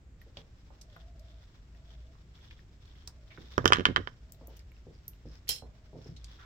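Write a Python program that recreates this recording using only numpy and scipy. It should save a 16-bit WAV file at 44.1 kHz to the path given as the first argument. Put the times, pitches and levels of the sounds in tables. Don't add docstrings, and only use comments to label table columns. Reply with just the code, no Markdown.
import sys
import numpy as np
from scipy import signal
from scipy.fft import rfft, irfft, next_fast_len
from scipy.io import wavfile

SR = 44100
rng = np.random.default_rng(int(sys.argv[2]) if len(sys.argv) > 2 else 0)


def waveform_to_disk(signal):
    frames = np.transpose(np.atleast_2d(signal))
    scaled = np.clip(frames, -1, 1) * 32767
    samples = np.round(scaled).astype(np.int16)
    wavfile.write(sys.argv[1], SR, samples)


N = 284441
T = np.arange(SR // 4) / SR

# (frequency [Hz], relative level [dB])
AIR_SPECTRUM = [(20, -6.5), (40, -2), (80, 0), (125, -2.5), (170, -9.5), (230, -14.5), (330, -18),
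                (620, -26), (900, -32), (2000, -34.5), (5400, -44), (7600, -41), (9500, -63),
                (15500, -55.5)]
# (frequency [Hz], relative level [dB])
SKIN_SPECTRUM = [(200, -2.5), (900, -0.5), (1700, 0.5), (2700, -4), (3500, -1.5), (4400, -4), (5500, -1.5),
                 (6800, -15), (9500, -30.5), (15500, -20.5)]
# (start [s], length [s], level [dB], rasp pitch [Hz])
FINGER_STROKES = [(0.355, 0.07, -59, 3400), (0.89, 0.16, -65, 3400), (1.11, 0.51, -70, 3500),
                  (1.76, 0.34, -68, 3400), (2.305, 0.31, -63.5, 3400), (2.803, 0.13, -62.5, 3450),
                  (2.897, 0.2, -66, 3300), (3.248, 0.74, -60, 3600), (3.88, 0.32, -68, 5400),
                  (4.48, 0.12, -61.5, 2977), (4.744, .07, -70.5, 5400), (4.92, 0.09, -67.5, 4800),
                  (5.25, 0.16, -63.5, 5200), (5.945, 0.21, -63.5, 5300), (6.164, 0.36, -62, 3430)]
# (time [s], body level [dB], body pitch [Hz], crack level [dB], crack pitch [Hz], length [s], pan [dB])
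SHORT_BURSTS = [(0.215, -33.5, 1940, -42, 12900, 0.0032, -3), (0.3702, -19.5, 3230, -56, 12500, 0.0076, -1),
                (0.7035, -34, 950, -65, 13000, 0.0037, -6), (0.812, -26.5, 5600, -44, 13700, 0.013, -5),
                (0.962, -26.5, 1450, -47, 13500, 0.0066, 3.5), (1.194, -38.5, 5570, -48, 13000, 0.0062, 8),
                (2.151, -39, 1160, -68, 13000, 0.012, -5), (2.509, -28, 2310, -60, 13000, 0.0057, 2.5),
                (2.592, -36.5, 1800, -56, 13000, 0.0016, -2), (3.0746, -18, 5350, -33, 14800, 0.0056, -1),
                (3.304, -26, 2270, -61.5, 13000, 0.041, -1), (3.374, -24.5, 1500, -54, 13000, 0.014, -5),
                (4.3211, -30.5, 7500, -27, 14300, 0.003, 2), (4.472, -40.5, 6600, -28.5, 14000, 0.0025, 4),
                (4.566, -36.5, 6000, -38, 14500, 0.0097, 4), (4.592, -33.5, 5100, -46, 12100, 0.0066, -3),
                (4.718, -38, 2300, -49.5, 13500, .003, 0), (5.0796, -28.5, 6440, -15.5, 13100, 0.0028, 0),
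                (5.4734, -31, 2200, -41, 12500, .005, -12), (5.4792, -16, 4800, -31, 12500, 0.022, -1),
                (6.163, -28, 4120, -62, 13100, 0.02, 1), (6.2432, -23.5, 5270, -50, 13100, 0.0054, -4.5),
                (6.384, -22.5, 1450, -60, 13060, 0.17, -2)]
# (time [s], level [dB], pitch [Hz], pan [dB])
DESK_BUMPS = [(.266, -30, 360, -1.5), (0.37, -23.5, 480, -1.5), (0.704, -30, 600, -15),
              (.963, -31, 595, -3), (3.077, -31.5, 930, 1), (3.382, -19, 288, -4), (4.412, -25, 430, 1),
              (4.481, -23, 410, 0.5), (4.868, -18.5, 282, 0), (5.255, -19, 300, -1.5),
              (5.49, -21, 520, -11), (5.623, -20.5, 480, -6), (5.9312, -20, 360, 2), (5.956, -17, 313, -3),
              (6.06, -19.5, 280, 0), (6.091, -15, 125, 0)]
# (frequency [Hz], relative level [dB], t60 [s])
DESK_MODES = [(94, -2.5, 0.22), (125, -5.5, 0.35), (158.6, -5, 0.2), (248, -2, 0.16), (290, -3, 0.059),
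              (360, -3, 0.05), (430, -5.5, 0.061), (500, -8.5, 0.03), (654, -8.5, 0.05)]
# (start [s], length [s], level [dB])
HUM_SPELLS = [(.78, 0.67, -67.5), (1.698, .47, -71.5), (3.124, 0.35, -73), (4.202, 0.36, -71.5),
              (5.66, .5, -73.5)]
# (time [s], clack level [dB], clack pitch [Hz], thud level [dB],
# thud pitch [Hz], steel tick level [dB], pan [dB])
CUTTER_KNOCKS = [(3.5796, 1.5, 1150, 4, 373, -15.5, -7.5), (3.6435, -17.5, 1000, -9.5, 383, -35.5, -10),
                 (3.6563, 8.5, 1600, 6.5, 326, -1.5, -9.5), (3.6778, 0.5, 3300, -9.5, 150, -7, -8.5),
                 (3.7038, -12, 1200, -4.5, 400, -32, -10), (3.722, 12, 1400, 1, 424, -16, -7.5),
                 (3.7326, 7.5, 2700, -8.5, 320, -19.5, -1.5), (3.8538, 9.5, 1950, -11, 400, -16, -5),
                 (3.8665, -6.5, 2200, -5, 250, -30, -9), (3.9612, 6, 1970, -9.5, 395, -24, -7.5),
                 (3.9686, -3, 1750, -13, 400, -26.5, -10), (4.0732, -10.5, 1590, -18, 395, -41, -11)]
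# (start [s], first clack level [dB], clack pitch [Hz], first thud level [dB], clack loss per hit [dB])
HANDLE_RATTLES = [(3.747, -6.5, 1750, -15, 0), (3.785, -12, 1900, -3, 0.5), (3.887, -18, 1900, -4.5, 8.5),
                  (3.98, -23, 1500, -8.5, 9.5)]
# (frequency [Hz], width [Hz], relative level [dB], extra pan [dB])
JAW_RESONANCES = [(1040, 150, -3, -4), (1400, 280, 0.5, 0), (1844, 230, -2.5, -1.5), (3160, 320, -0.5, 6.5),
                  (5600, 550, -12, 2)]
# (frequency [Hz], relative level [dB], t60 [s])
CUTTER_MODES = [(1031, 8.5, 0.061), (1160, 0.5, 0.039), (1385, 5.5, 0.064), (1485, -2.5, 0.099),
                (1664, 1, 0.11), (1771, 1.5, 0.07), (2151, -13.5, 0.16), (2990, -1.5, 0.043),
                (3080, -4, 0.038), (3400, -11, 0.055), (5425, -9.5, .09)]
# (time [s], level [dB], favoured pitch [Hz], pan [dB])
PIECE_BOUNCES = [(5.4905, 0.5, 3250, -1.5), (5.493, -7, 3300, -17.5), (5.507, -5, 5450, -5),
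                 (5.522, -19, 2800, -4), (5.533, -22, 5400, -3), (5.56, -13.5, 4170, -12),
                 (5.583, -20, 4170, -2)]
# (frequency [Hz], relative level [dB])
STRIKE_SPECTRUM = [(500, -14), (1100, -17), (2200, -15), (3200, -29), (4500, 7), (7500, -3), (8800, -14),
                   (10300, 6), (11500, -4.5), (13000, 5.5), (15500, -7)]
# (frequency [Hz], relative level [dB], t60 [s])
PIECE_MODES = [(2800, -10, 0.11), (3170, 2, 0.071), (3300, -4, 0.074), (4120, -3.5, 0.086), (4150, 3, 0.12),
               (5400, 2, 0.17), (5190, -6, 0.1), (5440, -3.5, 0.16), (7280, -9, 0.05), (8150, -6, 0.05),
               (9860, -13, 0.032), (13100, -13.5, 0.034)]

AIR_DB, DRONE_DB, DRONE_HZ, DRONE_WIDTH_HZ = -56.5, -53.5, 55.94, 14
HOLD_DB, HOLD_FROM_S, HOLD_RISE_S = -73, 0.17, 0.034
SLIPS_PER_S, SLIP_SPREAD_DB, GRIP_SPREAD_DB = 420, 3, 2.3
RASP_DB, RASP_WIDTH_HZ = -4, 330
PING_DB, PING_SPREAD = -7.5, 0.19
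TICKS_PER_S, TICK_DB, TICK_CRACK_DB, TICK_CENTRE_HZ, TICK_S = 1.8, -41.5, -61.5, 2450, 0.0044
HUM_HZ, HUM_WANDER_HZ, HUM_FLUTTER_HZ = 640, 23.63, 33.7
REBOUND_S, REBOUND_THUD_LOSS_DB, REBOUND_THUD_HZ = 0.011, 1.0, 235
REBOUND_TICK_DB, REBOUND_PAN_DB = -19.5, -9
THUD_PAN_DB, DESK_PAN_DB, LEFT_LAG_S = -10.5, -4, 0.00039
PIECE_REST_S, PIECE_SETTLE_S = 5.6, 0.011
TOP_HZ = 16000


def undb(db):
    return 10 ** (np.asarray(db) / 20)


def unit(x):
    return x / np.sqrt(np.mean(np.sum(x ** 2, axis=-1)))


def fade(t60):
    return np.exp(-np.log(1000) * T / t60)


def band(x, hz, width):
    q = hz / min(width, .4 * SR)
    return signal.lfilter(*signal.iirpeak(min(hz, .45 * SR), q, fs=SR), x + 1e-18)


def soften(x, hz, order):
    return signal.sosfilt(signal.butter(order, min(hz, .45 * SR), fs=SR, output="sos"), x + 1e-18)


def colour(x, points):
    hz, db = np.transpose(points)
    size = next_fast_len(x.shape[-1], real=True)
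    f = np.maximum(np.fft.rfftfreq(size, 1 / SR), 1)
    gain = undb(np.interp(np.log(f), np.log(hz), db))
    return irfft(rfft(x, size) * gain, size)[..., :x.shape[-1]]


def hiss(size=len(T)):
    return rng.standard_normal((2, size))


def waver(hz):
    drift = soften(rng.standard_normal(N), hz, order=2)
    return drift / drift.std()


def through(x, response):
    return signal.fftconvolve(np.atleast_2d(x), np.atleast_2d(response), axes=-1)[:, :x.shape[-1]]


def pulse(hz, spread):
    impulse = 1. * (T == 0)
    swing = band(band(impulse, hz, hz * spread), hz, hz * spread)
    return unit(soften(swing, hz * (1 + spread), order=3))


def ring(modes, scatter_db, detune=0):
    chance = rng.standard_normal((len(modes), 2))
    return unit(sum(undb(db + scatter_db * a) * fade(t60) * np.sin(2 * np.pi * hz * (1 + detune * b) * T)
                    for (hz, db, t60), (a, b) in zip(modes, chance)))


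def add(out, s, sound, pan_db=0, lag=0):
    stereo = np.broadcast_to(sound, (2, len(T)))
    gains = undb([pan_db / 2, -pan_db / 2]) / np.sqrt(np.cosh(pan_db * np.log(10) / 20))
    for channel, part, start, gain in zip(out, stereo, (s + lag, s), gains):
        i = int(start * SR)
        channel[i:i + len(T)] += gain * part[:N - i]


def room(x, early_db, early_t60, late_db, late_t60):
    early = unit(hiss() * fade(early_t60) * (T > .0012))
    late = unit(band(hiss(), 1200, width=10000) * fade(late_t60) * (T > .008))
    return x + through(x, undb(early_db) * early + undb(late_db) * late)


def ventilation():
    mid, side = colour(hiss(N), AIR_SPECTRUM)
    side = colour(side, [(100, -16), (380, -13.0), (700, -6.5), (1300, 0), (12000, -1.0)])
    air = np.array([mid + side, mid - side]) / mid.std()
    drone = band(band(hiss(N)[0], DRONE_HZ, DRONE_WIDTH_HZ), DRONE_HZ, DRONE_WIDTH_HZ)
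    return undb(AIR_DB) * air + undb(DRONE_DB) * drone / drone.std()


def finger_rubs():
    t = np.arange(N) / SR
    sliding = undb(HOLD_DB) * np.clip((t - HOLD_FROM_S) / HOLD_RISE_S, 0, 1)
    slips = hiss(N) * (rng.random(N) < SLIPS_PER_S / SR)
    slips *= undb(SLIP_SPREAD_DB * rng.standard_normal(N))
    rasp = np.zeros((2, N))
    for s, length, db, hz in FINGER_STROKES:
        hand_speed = np.sin(np.pi * np.clip((t - s) / length, 0, 1))
        stroke = undb(db) * hand_speed ** 0.8
        sliding = np.hypot(sliding, undb(-2.5) * stroke)
        wire = band(slips, hz, RASP_WIDTH_HZ)
        rasp += stroke * wire / wire.std()
    catches = undb(np.minimum(4 * rng.exponential(size=N), 15))
    grains = colour(hiss(N) * catches, SKIN_SPECTRUM)
    grip = undb(GRIP_SPREAD_DB * waver(hz=16))
    return (grains / grains.std() * sliding + undb(RASP_DB) * soften(rasp, 7000, order=4)) * grip


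def snips_and_small_noises():
    out = np.zeros((2, N))
    for s, body_db, hz, crack_db, crack_hz, length, pan_db in SHORT_BURSTS + wire_ticks():
        grains = hiss() * undb(3.2 * rng.exponential(size=len(T)))
        burst = grains * np.sqrt(T) * np.exp(-3 * T / length)
        broad = unit(through(burst, pulse(hz, spread=0.83)))
        ping = unit(through(burst, pulse(hz, spread=PING_SPREAD)))
        body = unit(broad + undb(PING_DB) * ping)
        crack = unit(through(burst, pulse(crack_hz, spread=0.18)))
        add(out, s, undb(body_db) * body + undb(crack_db) * crack, pan_db)
    return room(out, early_db=-7, early_t60=.095, late_db=-19, late_t60=.2)


def wire_ticks():
    chance = rng.random((int(TICKS_PER_S * N / SR), 3))
    return [(when * (N - len(T)) / SR, TICK_DB, TICK_CENTRE_HZ * 2 ** (2 * pitch - 1),
             TICK_CRACK_DB, 13000, TICK_S, 10 * (side - .5))
            for when, pitch, side in chance]


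def desk_bumps():
    out = np.zeros((2, N))
    for s, db, hz, pan_db in DESK_BUMPS:
        push = pulse(hz, spread=1.2)
        shudder = unit(through(hiss()[0] * fade(0.23), push))
        boom = unit(band(ring(DESK_MODES, scatter_db=3.5), 145, width=45))
        bump = undb(-5.5) * push + undb(-2.0) * shudder + undb(-0.5) * boom
        add(out, s, undb(db) * bump, pan_db)
    return room(out, early_db=-12.0, early_t60=0.0614, late_db=-13.0, late_t60=0.47)


def hum():
    t = np.arange(N) / SR
    spells = sum(undb(db) * np.sqrt(np.sin(np.pi * np.clip((t - s) / length, 0, 1)))
                 for s, length, db in HUM_SPELLS)
    phase = 2 * np.pi * np.cumsum(HUM_HZ + HUM_WANDER_HZ * waver(hz=15)) / SR
    return spells * (waver(HUM_FLUTTER_HZ) * np.sin(phase) + waver(HUM_FLUTTER_HZ) * np.cos(phase))


def jaw_resonance(contact):
    shifts = 1 + 0.025 * rng.standard_normal(len(JAW_RESONANCES))
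    sides = np.array([[.5], [-.5]])
    return unit(sum((-1) ** k * undb(db + pan_db * sides) * band(contact, hz * shifts[k], width)
                    for k, (hz, width, db, pan_db) in enumerate(JAW_RESONANCES)))


def rocking_cutters():
    out = np.zeros((2, N))
    steel_tick = pulse(5400, spread=0.36) + undb(-18.5) * pulse(13000, spread=0.15)
    for s, clack_db, hz, thud_db, thud_hz, tick_db, pan_db in CUTTER_KNOCKS + handle_rebounds():
        contact = pulse(hz, spread=1.7)
        attack = unit(undb(-16.5) * contact + jaw_resonance(contact))
        chatter = unit(through(hiss() * fade(0.018), contact))
        ringing = unit(through(contact, ring(CUTTER_MODES, scatter_db=5.0, detune=0.006)))
        clack = undb(0.5) * attack + undb(-8.5) * (chatter + ringing)
        add(out, s, undb(clack_db) * clack + undb(tick_db) * steel_tick, pan_db, LEFT_LAG_S)
        push = pulse(thud_hz, spread=1.5)
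        shudder = unit(through(hiss()[0] * fade(0.1), push))
        thud = undb(-3.0) * push + undb(-7.5) * shudder
        add(out, s, undb(thud_db) * thud, THUD_PAN_DB, LEFT_LAG_S)
        add(out, s, undb(thud_db - 3.5) * ring(DESK_MODES, scatter_db=3.0), DESK_PAN_DB)
    return room(out, early_db=-10.5, early_t60=0.072, late_db=-23.5, late_t60=0.27)


def handle_rebounds():
    cues = []
    for s, first_db, hz, thud_db, loss_db in HANDLE_RATTLES:
        for k in range(3):
            clack_db = first_db - k * loss_db
            cues.append((s + k * REBOUND_S, clack_db, hz, thud_db - k * REBOUND_THUD_LOSS_DB,
                         REBOUND_THUD_HZ, clack_db + REBOUND_TICK_DB, REBOUND_PAN_DB))
    return cues


def dropped_piece():
    out = np.zeros((2, N))
    for s, db, hz, pan_db in PIECE_BOUNCES:
        strike = unit(colour(hiss(), STRIKE_SPECTRUM) * fade(0.017))
        modes = np.array([ring(PIECE_MODES, scatter_db=3.0, detune=0.008) for _ in range(2)])
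        tone = unit(band(modes, hz, width=1340))
        strike_db = -3.0 + 0.97 * db
        add(out, s, undb(db) * (undb(strike_db) * strike + undb(-5.5) * tone), pan_db)
    grains = hiss() * undb(3.9 * rng.exponential(size=len(T)))
    gate = np.clip((.125 - T) / .03, 0, 1)
    skitter = unit(band(grains, 4650, width=2860) * fade(0.24) * gate)
    add(out, PIECE_BOUNCES[0][0], undb(-7.0) * skitter, pan_db=-2.5)
    resting_s = np.maximum(np.arange(N) / SR - PIECE_REST_S, 0)
    out *= np.exp(-resting_s / PIECE_SETTLE_S)
    return room(out, early_db=-3.0, early_t60=0.07, late_db=-9.0, late_t60=0.17)


def scene():
    hits = rocking_cutters() + snips_and_small_noises() + desk_bumps() + dropped_piece()
    return hits + finger_rubs() + hum() + ventilation()


def record(dry):
    top_cut = signal.ellip(8, .2, 70, TOP_HZ, fs=SR, output="sos")
    return signal.sosfilt(top_cut, np.clip(dry, -1, 1))


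dry = scene()
out = record(dry)
waveform_to_disk(out)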